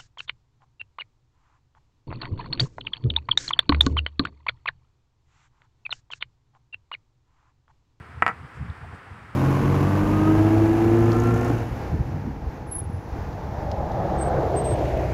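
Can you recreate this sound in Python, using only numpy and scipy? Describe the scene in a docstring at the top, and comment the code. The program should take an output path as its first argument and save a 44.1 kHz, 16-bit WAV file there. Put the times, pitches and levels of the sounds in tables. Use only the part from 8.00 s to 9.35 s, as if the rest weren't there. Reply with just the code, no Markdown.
"""Coin on a wooden table

A large coin is turned over in the fingers just above the wood, close to a small microphone.
Its rim knocks once, drops again and chatters to rest in ever quicker bounces: the table clacks,
the metal ticks. The hands make soft low bumps and faint rubs over a steady room hiss."""
import sys
import numpy as np
from scipy import signal
from scipy.fft import rfft, irfft
from scipy.io import wavfile
from scipy.ndimage import uniform_filter1d, minimum_filter1d

SR = 44100
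rng = np.random.default_rng(int(sys.argv[2]) if len(sys.argv) > 2 else 0)


def unload_wav(signal):
    """Save mono or channel-first audio to the path in sys.argv[1] as 16-bit WAV at rate SR, clipped to [-1, 1]."""
    wavfile.write(
        sys.argv[1],
        SR,
        np.round(np.clip(np.atleast_2d(signal).T, -1, 1) * 32767).astype(np.int16),
    )


N = 59535
TIME = np.arange(N) / SR

# The rim meets the table. Each row: start in seconds, strength of the blow in dB,
# strength of the metal tick in dB, contact cut-off in Hz.
KNOCKS = [(0.2228, 1, -5, 2740), (0.2645, -4, -2, 3140), (0.2788, -9.5, -5.5, 2780),
          (0.2872, -12, -16, 2500), (0.2935, -16.5, -25, 2310), (0.2986, -18, -23, 2340),
          (0.3030, -21, -29, 2130), (0.3065, -51, -32, 2160), (0.3096, -23.5, -35, 2040),
          (0.3120, -32, -38, 2200), (0.3142, -26.5, -40, 2130)]
THUD_HZ, THUD_Q = 972, 1.81
CLACK_GAIN_DB, CLACK_HZ, CLACK_Q = 18.5, 2210, 1.72
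# The tabletop rings. Each row: frequency in Hz, level in dB, seconds to fall by 60 dB.
TABLE_MODES = [(214, -35, .11), (324, -25.5, 0.044), (481, -27, 0.081), (777, -32.5, .07),
               (975, -32, 0.047), (1298, -26.5, 0.043), (1524, -38, 0.06), (1706, -35, 0.086),
               (1840, -31, 0.033), (1960, -32.5, 0.14), (2330, -41, 0.074), (2550, -39, 0.018),
               (2766, -43, 0.012)]
# The coin rings, damped by the fingers. Each row: frequency in Hz, level in dB, seconds to fall by 60 dB.
COIN_MODES = [(3950, -40, 0.0102), (4810, -36.5, 0.012), (6970, -40, 0.012), (8710, -42, 0.012),
              (9600, -61, .1), (9870, -59, .11), (10700, -51, .012)]
TICK_GAIN_DB, TICK_BAND_HZ, TICK_T60_S = -26.5, (3380, 8360), .009

# Handling rumble comes and goes. Each row: time in seconds, level in dB.
RUMBLE_LEVELS = [(0, -46.5), (.09, -50), (.17, -41), (.25, -42), (.37, -46), (.45, -39.5), (.49, -58),
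                 (.54, -49.5), (.61, -31), (.66, -35.5), (.71, -35.5), (.75, -59.5), (.84, -41),
                 (.94, -40.5), (1.01, -63.5), (1.11, -44), (1.19, -45), (1.35, -49.5)]
# Tone of the rumble. Each row: frequency in Hz, relative level in dB.
RUMBLE_SPECTRUM = [(20, -38), (40, -22), (62, -3.5), (85, 1.5), (125, -5), (180, -13), (260, -18),
                   (500, -60.5), (4000, -110)]
# Soft bumps of the fingers. Each row: time of the peak in seconds, level in dB, pitch in Hz.
FINGER_BUMPS = [(.009, -29, 120), (.176, -37.5, 105), (0.45, -29.5, 98), (0.614, -22, 127),
                (0.628, -27.5, 110), (0.702, -26.5, 100), (0.831, -33.5, 109), (0.95, -40.5, 130),
                (1.12, -29, 83), (1.184, -36, 133)]
BUMP_HALF_WIDTH_CYCLES = 0.64
# Skin and nail brush the coin. Each row: time of the peak in seconds, half-length in seconds,
# level in dB, centre in Hz, width in octaves.
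FINGER_RUBS = [(.56, 0.021, -68, 5860, 0.94), (0.7015, 0.0017, -48.5, 3740, 0.22),
               (0.844, 0.012, -43.5, 750, 0.52), (0.938, 0.017, -46, 610, 1.3),
               (0.952, 0.012, -67.5, 8000, 0.4)]

# Reflections off the hands and things close by. Each row: delay in milliseconds, level in dB.
REFLECTIONS = [(1.65, -6.5), (3.1, -6.5), (3.79, -15.5), (4.66, -13), (5.25, -8.5), (9.1, -16.5)]
REFLECTION_BAND_HZ = (920, 3100)
ROOM_DB, ROOM_ONSET_S, ROOM_T60_S = -18, 0.0092, .24
# Tone of the room hiss. Each row: frequency in Hz, relative level in dB.
HISS_SPECTRUM = [(100, -2), (250, -5), (420, -2), (580, -4.5), (780, -1.5), (1100, 0), (1340, 2.5),
                 (1500, 0), (1900, -2.5), (2500, -10), (3200, -17.5), (4000, -23.5), (4900, -24),
                 (6400, -32.5), (8300, -28.5), (10000, -34.5), (12500, -43.5), (15500, -43)]
# The hiss swells slightly. Each row: time in seconds, level in dB above HISS_DB.
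HISS_SWELL = [(0, 0), (.2, 0), (.45, 0.5), (.65, 1.5), (1.0, 1), (1.35, 1)]
HISS_DB = -47.5

MIC_DIP_HZ, MIC_DIP_Q, MIC_DIP_DB = 599, 5.8, -5
BASS_CUT_HZ, TREBLE_CUT_HZ = 45, 15800
LIMIT, LIMITER_S = .88, .002


def from_db(db):
    """Decibels to gain."""
    return 10 ** (np.asarray(db) / 20)


def rms_one(x):
    """Scale to unit rms."""
    return x / np.sqrt(np.mean(x ** 2) + 1e-20)


def level(curve):
    """A curve of (s, dB) as a gain for every sample."""
    return from_db(np.interp(TIME, *np.transpose(curve)))


def butter(x, hz, kind, order=2):
    """Butterworth filter."""
    return signal.sosfilt(signal.butter(order, hz, kind, fs=SR, output="sos"), x + 1e-18)


def noise(spectrum):
    """Noise of unit rms with a spectrum of (Hz, dB)."""
    hz, db = np.transpose(spectrum)
    bins = np.maximum(np.fft.rfftfreq(N, 1 / SR), 1)
    gains = from_db(np.interp(np.log(bins), np.log(hz), db))
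    return rms_one(irfft(rfft(rng.standard_normal(N)) * gains, N))


def clicks(times, db):
    """One-sample clicks at the given times and levels."""
    out = np.zeros(N)
    np.add.at(out, np.round(np.asarray(times) * SR).astype(int), from_db(db))
    return out


def ring(blows, modes):
    """Each blow sets every mode ringing as a dying sine."""
    out = np.zeros(N)
    for hz, db, t60 in modes:
        decay = np.exp(-np.log(1000) / (t60 * SR))
        w = 2 * np.pi * hz / SR
        feedback = [1, -2 * decay * np.cos(w), decay * decay]
        out += from_db(db) * signal.lfilter([0, np.sin(w)], feedback, blows + 1e-18)
    return out


def resonant_lowpass(x, hz, q):
    """A heavily damped mass on a spring."""
    w = 2 * np.pi * hz / SR
    return signal.lfilter(*signal.bilinear([w * w], [1, w / q, w * w]), x + 1e-18)


def table_knock(blows, contact_hz):
    """The wood gives one short, broad clack per blow and rings a little; a softer contact is duller."""
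    flex = resonant_lowpass(blows, THUD_HZ, THUD_Q)
    thud = np.diff(flex, prepend=0) * SR / (2 * np.pi * THUD_HZ)
    clack = from_db(CLACK_GAIN_DB) * resonant_lowpass(thud, CLACK_HZ, CLACK_Q)
    return -butter(clack + ring(blows, TABLE_MODES), contact_hz, "low", order=6)


def coin_ticks(blows):
    """The milled rim ticks, a little differently on each blow, and the held coin rings faintly."""
    decay = np.exp(-np.log(1000) / (TICK_T60_S * SR))
    contact = signal.lfilter([1], [1, -decay], blows + 1e-18)
    tick = butter(contact * rng.standard_normal(N), TICK_BAND_HZ, "band")
    return from_db(TICK_GAIN_DB) * tick + ring(blows, COIN_MODES)


def hands():
    """Hands close to the microphone: low rumble, single soft bumps and brief rubs of skin on metal."""
    out = level(RUMBLE_LEVELS) * noise(RUMBLE_SPECTRUM)
    for at, db, hz in FINGER_BUMPS:
        cycles = (TIME - at) * hz
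        envelope = np.exp(-(cycles / BUMP_HALF_WIDTH_CYCLES) ** 2)
        out -= from_db(db) * np.cos(2 * np.pi * cycles) * envelope
    for at, half_length, db, hz, octaves in FINGER_RUBS:
        edge_ratio = 2 ** (octaves / 2)
        rub = butter(rng.standard_normal(N), [hz / edge_ratio, hz * edge_ratio], "band")
        out += from_db(db) * rms_one(rub) * np.exp(-((TIME - at) / half_length) ** 2)
    return out


def room(direct, early_db):
    """The direct sound reaches the microphone first, then dull reflections and a short diffuse tail."""
    ms, db = np.transpose(REFLECTIONS)
    dulled = butter(direct, REFLECTION_BAND_HZ, "band", order=1)
    early = signal.fftconvolve(dulled, clicks(ms / 1000, db + early_db))[:N]
    fade = np.exp(-np.log(1000) * TIME / ROOM_T60_S) * (TIME > ROOM_ONSET_S)
    tail = rng.standard_normal(N) * fade
    late = signal.fftconvolve(direct, tail / np.linalg.norm(tail))[:N]
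    return direct + early + from_db(ROOM_DB) * late


def room_hiss():
    """The room hisses in the background at a nearly even level."""
    return from_db(HISS_DB) * level(HISS_SWELL) * noise(HISS_SPECTRUM)


def scene():
    """One spot by the table: knocks and hands up close, the hiss behind them."""
    starts, _, tick_db, _ = np.transpose(KNOCKS)
    wood = sum(table_knock(clicks([at], [db]), hz) for at, db, _, hz in KNOCKS)
    knocks = room(wood, early_db=0)
    metal = coin_ticks(clicks(starts, tick_db))
    knocks += room(metal, early_db=-5)   # the coin's treble is reflected less than the wood's clack
    hiss = room_hiss()
    return (knocks + hands() + hiss)[None]


def record(dry):
    """The small microphone dips in the low mids and loses deep bass and top; a limiter holds the peaks."""
    dip_band = signal.lfilter(*signal.iirpeak(MIC_DIP_HZ, MIC_DIP_Q, fs=SR), dry)
    hollowed = dry + (from_db(MIC_DIP_DB) - 1) * dip_band
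    mic = butter(hollowed, BASS_CUT_HZ, "high")
    window = int(LIMITER_S * SR)
    needed_gain = LIMIT / np.maximum(abs(mic), LIMIT)
    gain = uniform_filter1d(minimum_filter1d(needed_gain, size=window), size=window)
    treble_cut = signal.ellip(10, .1, 70, TREBLE_CUT_HZ, fs=SR, output="sos")
    return signal.sosfilt(treble_cut, mic * gain)


dry = scene()
out = record(dry)
unload_wav(out)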